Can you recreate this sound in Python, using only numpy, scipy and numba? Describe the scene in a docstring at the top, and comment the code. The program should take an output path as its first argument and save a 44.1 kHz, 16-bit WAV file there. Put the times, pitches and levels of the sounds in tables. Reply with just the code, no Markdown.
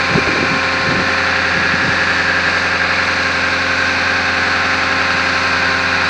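"""The eight-cylinder diesel of a drilling rig holds about 1325 rpm outdoors, heard from the foot of the mast.
Harmonic sines give its exhaust drone; repeating decaying noise, coloured by the block, gives its knock.
A hydraulic pump whines in sines, a cover and a panel resonate, and shaped noise makes fan, rattle and hiss.
Levels shift as the hand-held microphone drifts through the rig's reflections.
Wind buffets it mostly in the first two seconds, with one faint thump after five."""
import sys
import numpy as np
from scipy import signal
from scipy.fft import rfft, irfft, next_fast_len
from scipy.io import wavfile
from scipy.ndimage import uniform_filter1d
from numba import njit

SR = 44100
rng = np.random.default_rng(int(sys.argv[2]) if len(sys.argv) > 2 else 0)


def store_pcm(level_fs):
    """Save levels as 16-bit WAV."""
    pcm = np.round(np.clip(level_fs, -1, 1) * 32767).astype(np.int16)
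    wavfile.write(sys.argv[1], SR, np.atleast_2d(pcm).T)


N = 268567


def amp(db):
    """Logarithmic level: decibels to amplitude gain."""
    return 10 ** (np.asarray(db) / 20)


def unit(x):
    """Normalisation by effective value: scale to rms 1."""
    return x / np.sqrt(np.mean(x ** 2))


def curves(table):
    """Linear interpolation: the columns of a time table, one value a sample."""
    t, *columns = np.transpose(table)
    return [np.interp(np.arange(N) / SR, t, column) for column in columns]


def colour(x, spectrum):
    """Linear filtering: give a white signal of rms 1 a spectral density of (f/Hz, level/dB per Hz) points."""
    hz, db = np.transpose(spectrum)
    size = next_fast_len(N)
    f = np.maximum(np.fft.rfftfreq(size, 1 / SR), 1)
    gain = amp(np.interp(np.log(f), np.log(hz), db))
    # white noise of rms 1 spreads its power over SR / 2 hertz
    return irfft(rfft(x, size) * gain, size)[:N] * np.sqrt(SR / 2)


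@njit
def resonate(x, hz, width):
    """Damped resonance: a state-variable band-pass whose centre may move every sample."""
    y, band, low = np.empty(len(x)), 0., 0.
    for i in range(len(x)):
        g = np.tan(np.pi * hz[i] / SR)
        damping = width / hz[i]
        v = (band + g * (x[i] - low)) / (1 + g * (g + damping))
        band = 2 * v - band
        low = low + 2 * g * v
        y[i] = damping * v
    return y


def ring(x, hz, width_hz):
    """Cascaded resonance: two equal band-passes in series give steep sides."""
    return resonate(resonate(x, hz, width_hz), hz, width_hz)


def walk(rate):
    """Slow random modulation: levels held 1 / rate s, smoothed twice by a moving average, rms 1."""
    hold = int(SR / rate)
    held = np.repeat(rng.standard_normal(N // hold + 1), hold)
    slewed = uniform_filter1d(uniform_filter1d(held, hold), hold)
    return unit(slewed[:N])


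def tone(cycles, order):
    """Phase locking: a sine of rms 1 at a fixed multiple of the engine cycle, with a random phase."""
    return np.sqrt(2) * np.sin(2 * np.pi * (order * cycles + rng.random()))


def swell(middle_s, spread_s):
    """Gaussian envelope: a bell-shaped rise and fall of peak 1; spread_s is its standard deviation."""
    return np.exp(-.5 * ((np.arange(N) / SR - middle_s) / spread_s) ** 2)


def turbulence(edge_hz, low_hz=120, order=4):
    """Turbulent pressure on the port: noise dull above its edge, thinned in the bass by the microphone."""
    low_pass = signal.butter(order, edge_hz, fs=SR, output="sos")
    high_pass = signal.butter(order - 2, low_hz, "high", fs=SR, output="sos")
    dull = signal.sosfilt(low_pass, rng.standard_normal(N))
    return unit(signal.sosfilt(high_pass, dull))


# gusts of wind: middle t/s, level/dB, standard deviation of the envelope t/s
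WIND_GUSTS = [(0.162, -18.5, 0.035), (.3, -23.5, .06), (0.43, -23, .035), (0.537, -27, 0.044),
              (0.955, -25, 0.12), (1.587, -27, 0.066), (1.877, -26.5, .06), (2.09, -33, .05)]
# strongest eddies that strike the microphone: t/s, peak level of the envelope/dB, f/Hz
WIND_EDDIES = [(.118, -18, 150), (.153, -6, 650), (.159, -8, 160), (0.179, -10, 300), (.185, -7, 263),
               (.274, -7, 520), (.279, -19, 90), (.291, -10, 338), (0.336, -15, 270), (.36, -8, 523),
               (.388, -13, 400), (.413, -13, 282), (.429, -8, 360), (.439, -13, 282), (.517, -14, 170),
               (.545, -16, 210), (0.569, -14, 220), (.742, -19, 260), (0.876, -13, 198), (.893, -10, 165),
               (.97, -13.5, 240), (.99, -16, 119), (1.023, -17, 230), (1.089, -19, 280), (1.564, -21, 220),
               (1.58, -16.5, 180), (1.654, -18, 300), (1.742, -12, 197), (1.835, -17, 230),
               (1.851, -14, 141), (1.892, -13, 149), (5.149, -24, 160)]


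def wind(buffet_db=-2.0, eddy_turns=0.51):
    """Wind-induced pressure: gusts rumble unevenly; each strong eddy thumps with a swing or two."""
    gusts = sum(amp(db) * swell(s, spread_s) for s, db, spread_s in WIND_GUSTS)
    out = gusts * unit(turbulence(edge_hz=400) * amp(buffet_db * walk(45)))
    t = np.arange(N) / SR
    for s, db, hz in WIND_EDDIES:
        swing = np.sin(2 * np.pi * (hz * (t - s) + rng.random()))
        out = out + amp(db) * swell(s, eddy_turns / hz) * swing
    return out


def rush(flicker_db=0.96):
    """Broadband turbulence: white noise of rms 1 whose level flickers a little."""
    return unit(rng.standard_normal(N) * amp(flicker_db * walk(6.6)))


# spectrum of the hiss of oil and air in the valves: f/Hz, level/dB per Hz
HISS_SPECTRUM = [(3000, -79.5), (4900, -70), (5600, -72.5), (6200, -69.5), (6700, -80), (7900, -82.5),
                 (8400, -88), (9100, -90), (9950, -102), (10500, -96.5), (12500, -107), (15000, -114)]
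# gain of the hiss as the microphone tilts up the mast: t/s, level/dB
HISS_GAIN = [(0, -.5), (2, 0), (4.8, 0), (6.09, 1)]


def valve_hiss():
    """Flow noise: turbulence of oil and air in the valves, strongest between 4.5 and 6.5 kHz,
    with a faint even rush below."""
    return colour(rush(), HISS_SPECTRUM) * amp(curves(HISS_GAIN)[0])


def rattle(cycles, decay=0.51, uneven_db=0.5, count=16):
    """Repeated impact: loose steel chatters twice per firing, unevenly; decay is in chatter periods."""
    beat, since = np.divmod(cycles * count, 1)
    strengths = amp(uneven_db * rng.standard_normal(int(beat[-1]) + 1))
    strength = strengths[beat.astype(int)]
    return unit(rng.standard_normal(N) * strength * np.exp(-since / decay))


# spectrum of the fan's rush and loose rattle together: f/Hz, level/dB per Hz
FAN_SPECTRUM = [(20, -104), (70, -81), (120, -73), (165, -65), (250, -64), (330, -62.5), (450, -65),
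                (600, -64), (780, -60), (1100, -57.5), (1600, -52.5), (2100, -57), (2600, -54.5),
                (2900, -66.5), (3300, -67.5), (3700, -61.5), (4550, -60), (5200, -72), (9000, -125)]


def fan(cycles):
    """Aerodynamic noise with impacts: the fan's rush and the loose rattle share one spectrum."""
    return colour(unit(rush() + 0.57 * rattle(cycles)), FAN_SPECTRUM)


# ring of a smaller panel as the microphone moves: t/s, centre f/Hz, level/dB
PANEL_RING = [(0, 2400, -30.5), (1, 2394, -29), (2, 2410, -33.5), (3, 2420, -31.5), (3.9, 2466, -30),
              (5, 2520, -34), (6.09, 2483, -28.5)]


def panel(knocks, width_hz=105.0, loose=0.61):
    """Forced resonance: a smaller panel rings thinly under the knocks and a flickering rush."""
    hz, db = curves(PANEL_RING)
    return amp(db) * unit(ring(knocks + loose * rush(), hz, width_hz))


# ring of the steel cover as the microphone moves: t/s, centre f/Hz, level/dB
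COVER_RING = [(0, 1530, -33), (.9, 1685, -28), (1.3, 1663, -23.5), (2.6, 1630, -27.5), (3.2, 1595, -32),
              (3.7, 1526, -27), (4.4, 1567, -27.5), (6.09, 1530, -25)]


def cover(cycles, knocks, width_hz=217.0, loose=0.93):
    """Forced resonance: a steel cover rings under the knocks and the rattle."""
    hz, db = curves(COVER_RING)
    return amp(db) * unit(ring(knocks + loose * rattle(cycles), hz, width_hz))


# pump tones: multiples of the engine cycle, twelve strokes a turn and two octaves above
STROKE_ORDERS = [24, 48, 96]
# the three tones in their standing waves: t/s, low level/dB, middle level/dB, high level/dB
WHINE_LEVELS = [(0, -33, -33.5, -29), (1, -34, -28.5, -29.5), (1.4, -34, -31.5, -35.5),
                (2.7, -36, -31, -33), (3.6, -30.5, -29.5, -33), (4.3, -31, -31.5, -33.5),
                (4.9, -31, -31.5, -28.5), (6.09, -33, -32.5, -28.5)]
# faint high overtones of the pump: f/Hz, level of each/dB
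OVERTONE_LEVELS = [(3700, -46.5), (4400, -46), (5500, -53), (8000, -68.5), (9300, -72)]


def pump(cycles, flutter_db=0.74):
    """Harmonic series of the strokes: the whine flutters with oil pressure; high overtones come and go."""
    whine = sum(tone(cycles, order) * amp(db + flutter_db * walk(14))
                for order, db in zip(STROKE_ORDERS, curves(WHINE_LEVELS)))
    mean_cycle_hz = cycles[-1] * SR / N
    stroke_hz = STROKE_ORDERS[0] * mean_cycle_hz
    hz, db = np.transpose(OVERTONE_LEVELS)
    first, last = round(hz[0] / stroke_hz), round(hz[-1] / stroke_hz)
    edge = 0
    for k in np.arange(first, last + 1):
        level_db = np.interp(k * stroke_hz, hz, db) + 3.6 * walk(1.6)
        edge = edge + tone(cycles, k * STROKE_ORDERS[0]) * amp(level_db)
    return whine + edge


# overtones near a crest of their standing wave: multiple of the engine cycle,
# level before the mix gain/dB, start t/s, end t/s
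STANDING_WAVES = [(99, -37, 3, 4.5), (120, -36, 0, 2.2), (120, -31, 4.4, 6.2), (127, -34, 4.5, 5.6),
                  (136, -30, 0, 1), (136, -29.5, 3.2, 5), (141, -32.5, 3.4, 5.8), (143, -33, 4.6, 6.2),
                  (144, -27.5, 1, 4.5), (145, -31, 1.2, 3.4), (146, -32, .2, 1.2), (146, -29.5, 4.8, 6.2),
                  (150, -27, 1.2, 2.7), (153, -31.5, 1.2, 3.3), (156, -34, 2.4, 3.4), (160, -32, 1.3, 2.7),
                  (161, -29, .9, 3.2), (174, -34, 1.3, 3), (200, -37, 2.3, 3.9), (213, -35, 0, 1)]


def singing(cycles, fade_s=0.49, flutter_db=1.65, waver_rad=0.27, flutter_rate=14.0):
    """Standing waves: engine and pump overtones swell near their crests, each with its own flutter."""
    t, out = np.arange(N) / SR, 0
    for order, db, start_s, end_s in STANDING_WAVES:
        near = np.clip(.5 + np.minimum(t - start_s, end_s - t) / fade_s, 0, 1)
        # phase waver in radians, turned into engine cycles
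        waver = waver_rad * walk(flutter_rate) / (2 * np.pi * order)
        out = out + near * tone(cycles + waver, order) * amp(db + flutter_db * walk(flutter_rate))
    return out


def knock_cycle(decay, uneven_db, size=4096, count=8):
    """Impulsive excitation: each cylinder's noise burst decays slowly, decay in firing intervals."""
    cylinder, since = np.divmod(np.arange(size) * count / size, 1)
    strength = amp(uneven_db * rng.standard_normal(count))[cylinder.astype(int)]
    bursts = rng.standard_normal(size) * strength * np.exp(-since / decay)
    overtones = rfft(bursts)[:size // 4]
    # the block's many overlapping modes even out the overtones
    evened = overtones / np.abs(overtones) ** 0.1
    return unit(irfft(evened, size * count))


def knocking(cycles, count=9):
    """Periodicity: knocks repeat every cycle; the pattern changes slowly between listening places."""
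    place, out = np.linspace(0, count - 1, N), 0
    for k in range(count):
        wave = knock_cycle(decay=16.0, uneven_db=1.46)
        nearness = np.cos(np.pi / 2 * np.clip(place - k, -1, 1))
        out = out + nearness * np.interp(cycles % 1, np.linspace(0, 1, len(wave)), wave)
    return out


# spectrum of the combustion knock: f/Hz, level/dB per Hz
KNOCK_SPECTRUM = [(40, -92), (110, -65), (190, -66.5), (420, -63.5), (720, -60.5), (1100, -60), (1400, -54),
                  (1650, -51), (2100, -57), (2550, -57), (2750, -61.5), (3200, -70.5), (4300, -64),
                  (5300, -74), (8300, -93.5), (11000, -125)]


def block_knock(cycles):
    """Structure-borne sound: the block colours the repeating combustion knocks."""
    return colour(knocking(cycles), KNOCK_SPECTRUM)


# exhaust and frame tones, with one pump overtone (216): multiple of the two-turn engine cycle (multiples of 8
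# are firing tones), # level before the mix gain/dB
DRONE_TONES = [(4, -53), (8, -33.5), (12, -46.5), (14, -47), (16, -37.5), (18, -44), (19, -46.5), (21, -47),
               (28, -42), (34, -45.5), (36, -41), (37, -39), (40, -45.5), (45, -46), (46, -46), (47, -46),
               (50, -42.5), (52, -46), (65, -43), (69, -40.5), (70, -41.5), (72, -40), (76, -44),
               (80, -43.5), (81, -42), (88, -41.5), (97, -44), (101, -44), (107, -43), (113, -41),
               (121, -41), (127, -38), (128, -33.5), (182, -41), (216, -38)]


def drone(cycles, sway_db=2.5):
    """Harmonic series with interference: shorter waves sway more as the microphone moves."""
    top = DRONE_TONES[-1][0]
    out = 0
    for order, db in DRONE_TONES:
        sway = sway_db * np.sqrt(order / top) * walk(1.89)
        out = out + tone(cycles, round(order)) * amp(db + sway)
    return out


RPM = 1325.3  # crankshaft speed, revolutions a minute


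def crank():
    """Phase as integrated frequency: two-turn engine cycles so far; the governor hunts a little."""
    hunting = .0004 * walk(2) + .0005 * walk(12)
    cycle_hz = RPM / 120 * (1 + hunting)
    return np.cumsum(cycle_hz) / SR


def scene():
    """Superposition: the engine and pump tones, knocks and rattle follow one crankshaft, amid air and wind."""
    cycles = crank()
    frame_knocks = knocking(cycles)
    steel = cover(cycles, frame_knocks) + panel(frame_knocks)
    air = fan(cycles) + valve_hiss()
    tones = amp(0.37) * drone(cycles) + pump(cycles) + amp(0.7) * singing(cycles)
    mix = tones + block_knock(cycles) + steel + air + wind()
    return mix[None]


TOP_HZ = 15000  # upper limit of the microphone


def record(dry):
    """Band limitation: the microphone cuts the top with a steep elliptic low-pass."""
    return signal.sosfilt(signal.ellip(8, .2, 70, TOP_HZ, fs=SR, output="sos"), dry)


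dry = scene()
out = record(dry)
store_pcm(out)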